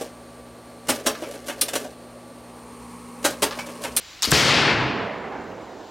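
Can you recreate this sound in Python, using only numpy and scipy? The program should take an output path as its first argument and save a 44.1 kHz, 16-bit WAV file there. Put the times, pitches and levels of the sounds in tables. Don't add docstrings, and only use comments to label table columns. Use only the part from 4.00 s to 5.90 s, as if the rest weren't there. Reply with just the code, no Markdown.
import sys
import numpy as np
from scipy import signal
from scipy.fft import rfft, irfft
from scipy.io import wavfile
from scipy.ndimage import uniform_filter1d

SR = 44100
rng = np.random.default_rng(int(sys.argv[2]) if len(sys.argv) > 2 else 0)


def convert_level_to_amplitude(level_db):
    exponent = np.asarray(level_db, float) / 20
    return 10 ** exponent


def transcribe(u):
    v = np.clip(np.atleast_2d(u).T, -1, 1)
    q = np.round(v * 32767).astype(np.int16)
    wavfile.write(sys.argv[1], SR, q)


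N = 83790
T = np.arange(N) / SR

WHISTLE_S, HEAVE_S = .3167, .3209
GUN_PAN_DB = 3.5
# (frequency [Hz], level difference [dB])
FAR_PAN = [(60, 6), (200, -2), (400, -5), (1300, -1.5), (2400, 1), (4400, 2), (15000, -2)]


def read(table, at, log=False):
    a = np.array(table, float)
    if log:
        return np.interp(np.log(at), np.log(a[:, 0]), a[:, 1])
    return np.interp(at, a[:, 0], a[:, 1])


def unit(x):
    return x / np.sqrt(np.mean(x ** 2))


def coloured(colour):
    hz = np.maximum(np.fft.rfftfreq(N, 1 / SR), 1)
    return unit(irfft(rfft(rng.standard_normal(N)) * convert_level_to_amplitude(read(colour, hz, True)), N))


def walk(rate_hz):
    k = int(SR / rate_hz)
    steps = np.repeat(rng.standard_normal(N // k + 1), k)
    return unit(uniform_filter1d(uniform_filter1d(steps, k), k)[:N])


def band_noise(lo_hz, hi_hz):
    sos = signal.butter(2, [lo_hz, min(hi_hz, .45 * SR)], "band", fs=SR, output="sos")
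    return unit(signal.sosfilt(sos, rng.standard_normal(N)))


def pan(db):
    return convert_level_to_amplitude(np.array([db / 2, -db / 2])).reshape(2, -1)


def decay(at_s, t60_s):
    return 1000. ** (-np.maximum(T - at_s, 0) / t60_s)


def ring(at_s, hz, t60_s):
    return np.sin(2 * np.pi * hz * np.maximum(T - at_s, 0)) * decay(at_s, t60_s)


def spread(colour, shape):
    # (frequency [Hz], level [dB])
    side_width = [(60, -21), (300, -21.5), (700, -17.5), (1400, -31.5), (6000, -28), (7200, 2),
                  (10500, -3.5), (13000, -14)]
    hz_all = np.maximum(np.fft.rfftfreq(N, 1 / SR), 1)
    mid, side = rfft(coloured(colour)), rfft(coloured(colour))
    out = 0
    for hz in 25 * 2 ** (np.arange(29) / 3):
        mask = np.cos(np.pi / 2 * np.clip(3 * np.log2(hz_all / hz), -1, 1)) ** 2
        gain, pan_db = shape(hz)
        m = irfft(mid * mask, N)
        s = irfft(side * mask, N) * convert_level_to_amplitude(read(side_width, hz, True))
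        out = out + gain * pan(pan_db) * np.array([m + s, m - s])
    return out


def note(at_s, long_s, end_hz, peak_hz, db):
    arch = np.sin(np.pi * np.clip((T - at_s) / long_s, 0, 1))
    hz = end_hz + (peak_hz - end_hz) * arch
    return convert_level_to_amplitude(db) * arch * np.sin(2 * np.pi * np.cumsum(hz) / SR)


def birds():
    # (first note [s], period [s], length [s], end frequency [Hz], peak frequency [Hz], level [dB])
    song = [
        (-.004, .2008, .055, 7380, 7720, -54),
        (.035, .2255, .065, 6920, 7060, -51),
    ]
    # (time [s], length [s], peak frequency [Hz], level [dB])
    stray = [
        (.1, .03, 7100, -54),
        (1.68, .045, 4030, -49),
    ]
    slips = rng.standard_normal((10, len(song), 2))
    out = sum(note(s, long_s, 0.8 * hz, hz, db) for s, long_s, hz, db in stray)
    for k in range(10):
        for (s, period_s, long_s, end_hz, peak_hz, db), (dt, dl) in zip(song, slips[k]):
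            out = out + note(s + k * period_s + .003 * dt, long_s, end_hz, peak_hz, db + 1.5 * dl)
    leaves = rng.standard_normal((2, 3000)) * np.exp(-np.arange(3000) / 800.) * .035
    leaves[:, 0] = 1
    leaves[1] = np.roll(leaves[1], 2)
    return signal.fftconvolve(out[None], leaves)[:, :N]


def wood():
    # (frequency [Hz], level [dB per Hz])
    hiss_colour = [(18, -38), (30, -1.5), (56, 5.5), (103, -6), (702, -9), (4080, -6), (7270, -13.5),
                   (8740, -25), (16000, -27)]
    hiss_db, insect_hz, insect_db = -44.5, 3880, -68.5
    swell = walk(2.6)

    def shape(hz):
        return convert_level_to_amplitude(hiss_db + 0.21 * swell + 0.86 * walk(31)), read(FAR_PAN, hz, True)

    hiss = spread(hiss_colour, shape)
    insects = band_noise(.96 * insect_hz, 1.04 * insect_hz) * convert_level_to_amplitude(insect_db + 3.3 * walk(20))
    return hiss + insects * pan(2.0) + birds()


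def trees():
    # (time [s], level [dB])
    roll = [(.319, -38), (.324, -11), (.36, -17.5), (.46, -15), (.62, -12), (.83, -16.5), (1.1, -22),
            (1.5, -27), (1.9, -32)]
    # (frequency [Hz], level [dB per Hz])
    roll_colour = [(18, -53), (30, -23), (130, -5.5), (330, -6.5), (1200, -8.5), (2000, -5), (4800, -6.5),
                   (8500, -20.5), (15500, -31.5)]
    # (frequency [Hz], loss [dB per s])
    air_loss = [(40, -3), (130, 6), (400, -1), (1000, 2), (2500, 17.5), (5000, 39.5), (8000, 66.5),
                (14000, 129)]
    # (frequency [Hz], flicker [dB])
    flicker = [(60, 2), (300, 2), (1500, .8), (10000, .6)]
    # (frequency [Hz], level difference [dB])
    near_pan = [(60, 1.5), (400, 0.5), (700, 3.5), (4400, 3), (8000, 1), (15000, -3)]
    far_from_s, far_by_s = 0.64, 0.93
    boom_hz, boom_db, boom_ends_s, boom_fade_db_per_s = 128, -31, .83, 120
    build_above_hz = 900
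    shared = walk(25.03)
    far = np.clip((T - far_from_s) / (far_by_s - far_from_s), 0, 1)
    age = np.maximum(T - .36, 0) ** 1.1
    build_db = -9 * np.exp(-np.maximum(T - HEAVE_S, 0) / .016)

    def shape(hz):
        db = read(roll, T) - read(air_loss, hz, True) * age
        db = db + read(flicker, hz, True) * walk(14.06) + 0.7 * shared
        db = db + build_db / (1 + (build_above_hz / hz) ** 2)
        pan_db = read(near_pan, hz, True) * (1 - far) + read(FAR_PAN, hz, True) * far
        return convert_level_to_amplitude(db) * (T > roll[0][0]), pan_db

    boom = band_noise(.84 * boom_hz, 1.18 * boom_hz)
    boom = boom / np.sqrt(np.abs(signal.hilbert(boom)) + .2)
    boom = unit(boom) * (T > HEAVE_S)
    boom = boom * convert_level_to_amplitude(boom_db - boom_fade_db_per_s * np.maximum(T - boom_ends_s, 0))
    return spread(roll_colour, shape) + boom * pan(GUN_PAN_DB)


def flint():
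    # (time [s], peak level [dB], ring frequency [Hz])
    contacts = [(.2222, -8, 5500), (.2277, -14, 8500), (.2297, -10, 7000), (.2325, -10, 6500),
                (.2352, -11, 3800), (.2385, -12, 5200), (.2411, -13, 7000), (.2438, -10, 4200),
                (.2479, -9, 4500), (.2503, -12, 3600), (.2527, -10, 4800), (.2566, -8.5, 4800)]
    # (frequency [Hz], level [dB per Hz])
    rasp_colour = [(180, -53), (300, -23), (440, -37), (946, -4.5), (2480, -9), (3950, -1), (14000, -17.5),
                   (16000, -26)]
    rasp_from_s, rasp_to_s, rasp_db = .2221, .26, -26
    contact_t60_s, crack_db = .006, -14
    strike_db, strike_t60_s = -22, 0.015
    noise = coloured(rasp_colour)
    gate = uniform_filter1d(1. * ((T > rasp_from_s + .004) & (T < rasp_to_s)), size=120)
    out = noise * convert_level_to_amplitude(rasp_db) * gate * convert_level_to_amplitude(2 * walk(400))
    for s, db, hz in contacts:
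        crack = convert_level_to_amplitude(crack_db) * (T >= s) * decay(s, contact_t60_s) * noise
        out = out + convert_level_to_amplitude(db) * (ring(s, hz, contact_t60_s) + crack)
    strike = (T >= rasp_from_s) * decay(rasp_from_s, strike_t60_s)
    return out + convert_level_to_amplitude(strike_db) * strike * band_noise(3000, 17000)


def priming():
    # (time [s], level [dB])
    flare = [(.256, -45), (.261, -27), (.285, -29), (.303, -31), (.31, -28), (.314, -33), (.32, -33)]
    # (frequency [Hz], level [dB per Hz])
    flare_colour = [(400, -33), (700, -20), (1100, -4), (1400, -6), (5300, -2), (8000, -13.5), (15000, -20),
                    (16000, -34)]
    puff_s, puff_hz, puff_db, puff_rise_s = 0.2696, 159, -26.5, 0.013
    burning = (T > flare[0][0]) * (T < flare[-1][0])
    hiss = coloured(flare_colour) * convert_level_to_amplitude(read(flare, T)) * burning
    u = np.maximum(T - puff_s, 0) / puff_rise_s
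    puff = band_noise(0.17 * puff_hz, 2.3 * puff_hz) * (u * np.exp(1 - u)) ** 1.2 * convert_level_to_amplitude(puff_db)
    return hiss + puff


def vent():
    # (time [s], relative level [dB])
    jet_level = [(.3045, -20), (.307, -4), (.3105, 0), (.3135, -7), (.3155, 2), (.3185, 4), (.3205, -20)]
    jet_db, jet_hz = -23.5, 6600
    whistle_hz, whistle_db, whistle_wide_s = 8200, -10, .00042
    u = T - WHISTLE_S
    whistle = np.sin(2 * np.pi * whistle_hz * u) * np.exp(-(u / whistle_wide_s) ** 2 / 2)
    blowing = (T > jet_level[0][0]) * (T < jet_level[-1][0])
    jet = band_noise(.45 * jet_hz, 2.1 * jet_hz) * convert_level_to_amplitude(jet_db + read(jet_level, T)) * blowing
    return convert_level_to_amplitude(whistle_db) * whistle + jet


def muzzle():
    # (time [s], peak level [dB], ring frequency [Hz])
    slaps = [
        (.3228, -7, 890),
        (.3241, 7, 1650),
        (.3281, -27, 2500),
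        (.3367, -10, 1780),
    ]
    crack_s, crack_long_s, crack_db, crack_hz = .3174, .0036, -15, 2200
    heave_hz, heave_db, heave_t60_s = 150, -8, .07
    sub_s, sub_hz, sub_db, sub_t60_s = .326, 72.3, -21.5, 0.22
    rumble_db, rumble_hz, rumble_t60_s = -19.5, 290, 0.33
    gate = uniform_filter1d(1. * ((T > crack_s) & (T < crack_s + crack_long_s)), size=30)
    out = convert_level_to_amplitude(crack_db) * gate * band_noise(0.18 * crack_hz, 2.9 * crack_hz)
    out += convert_level_to_amplitude(heave_db) * ring(HEAVE_S, heave_hz, heave_t60_s)
    out += convert_level_to_amplitude(sub_db) * ring(sub_s, sub_hz, sub_t60_s)
    rise = np.minimum(np.maximum(T - HEAVE_S, 0) / .004, 1)
    rumble = band_noise(.45 * rumble_hz, 2.4 * rumble_hz) * rise * decay(HEAVE_S, rumble_t60_s)
    out += convert_level_to_amplitude(rumble_db) * rumble
    for s, db, hz in slaps:
        out -= convert_level_to_amplitude(db) * ring(s, hz, 0.0045)
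    return out


def scene():
    duck_db, quick_db, quick_s, return_db_per_s = -13, -20, .12, 4.8
    u = np.maximum(T - WHISTLE_S, 0)
    gain_db = duck_db + return_db_per_s * (u - .5) + quick_db * np.exp(-u / quick_s)
    gain_db = (T > WHISTLE_S) * np.minimum(gain_db, 0)
    pistol = flint() + priming() + vent() + muzzle()
    return wood() * convert_level_to_amplitude(gain_db) + trees() + pistol * pan(GUN_PAN_DB)


def low_pass(x, hz):
    return signal.sosfiltfilt(signal.ellip(6, .1, 50, hz, fs=SR, output="sos"), x)


def roll_off(x):
    return signal.sosfilt(signal.butter(12, 16730, fs=SR, output="sos"), x)


def record(dry):
    ceiling_db, ceiling_dip_db, ceiling_back_s = 9, -19, .06
    bass_cut_hz, top_hz, mono_above_hz = 58, 15700, 11600
    u = T - HEAVE_S
    dip_db = ceiling_dip_db * (u > 0) * np.exp(-np.maximum(u, 0) / ceiling_back_s)
    ceiling = convert_level_to_amplitude(ceiling_db + dip_db) * pan(GUN_PAN_DB)
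    capsule = ceiling * np.tanh(dry / ceiling)
    x = signal.sosfilt(signal.butter(1, bass_cut_hz, "high", fs=SR, output="sos"), capsule)
    mid = low_pass((x[0] + x[1]) / 2, top_hz)
    side = low_pass((x[0] - x[1]) / 2, mono_above_hz)
    return roll_off(np.array([mid + side, mid - side]))


dry = scene()
out = record(dry)
transcribe(out)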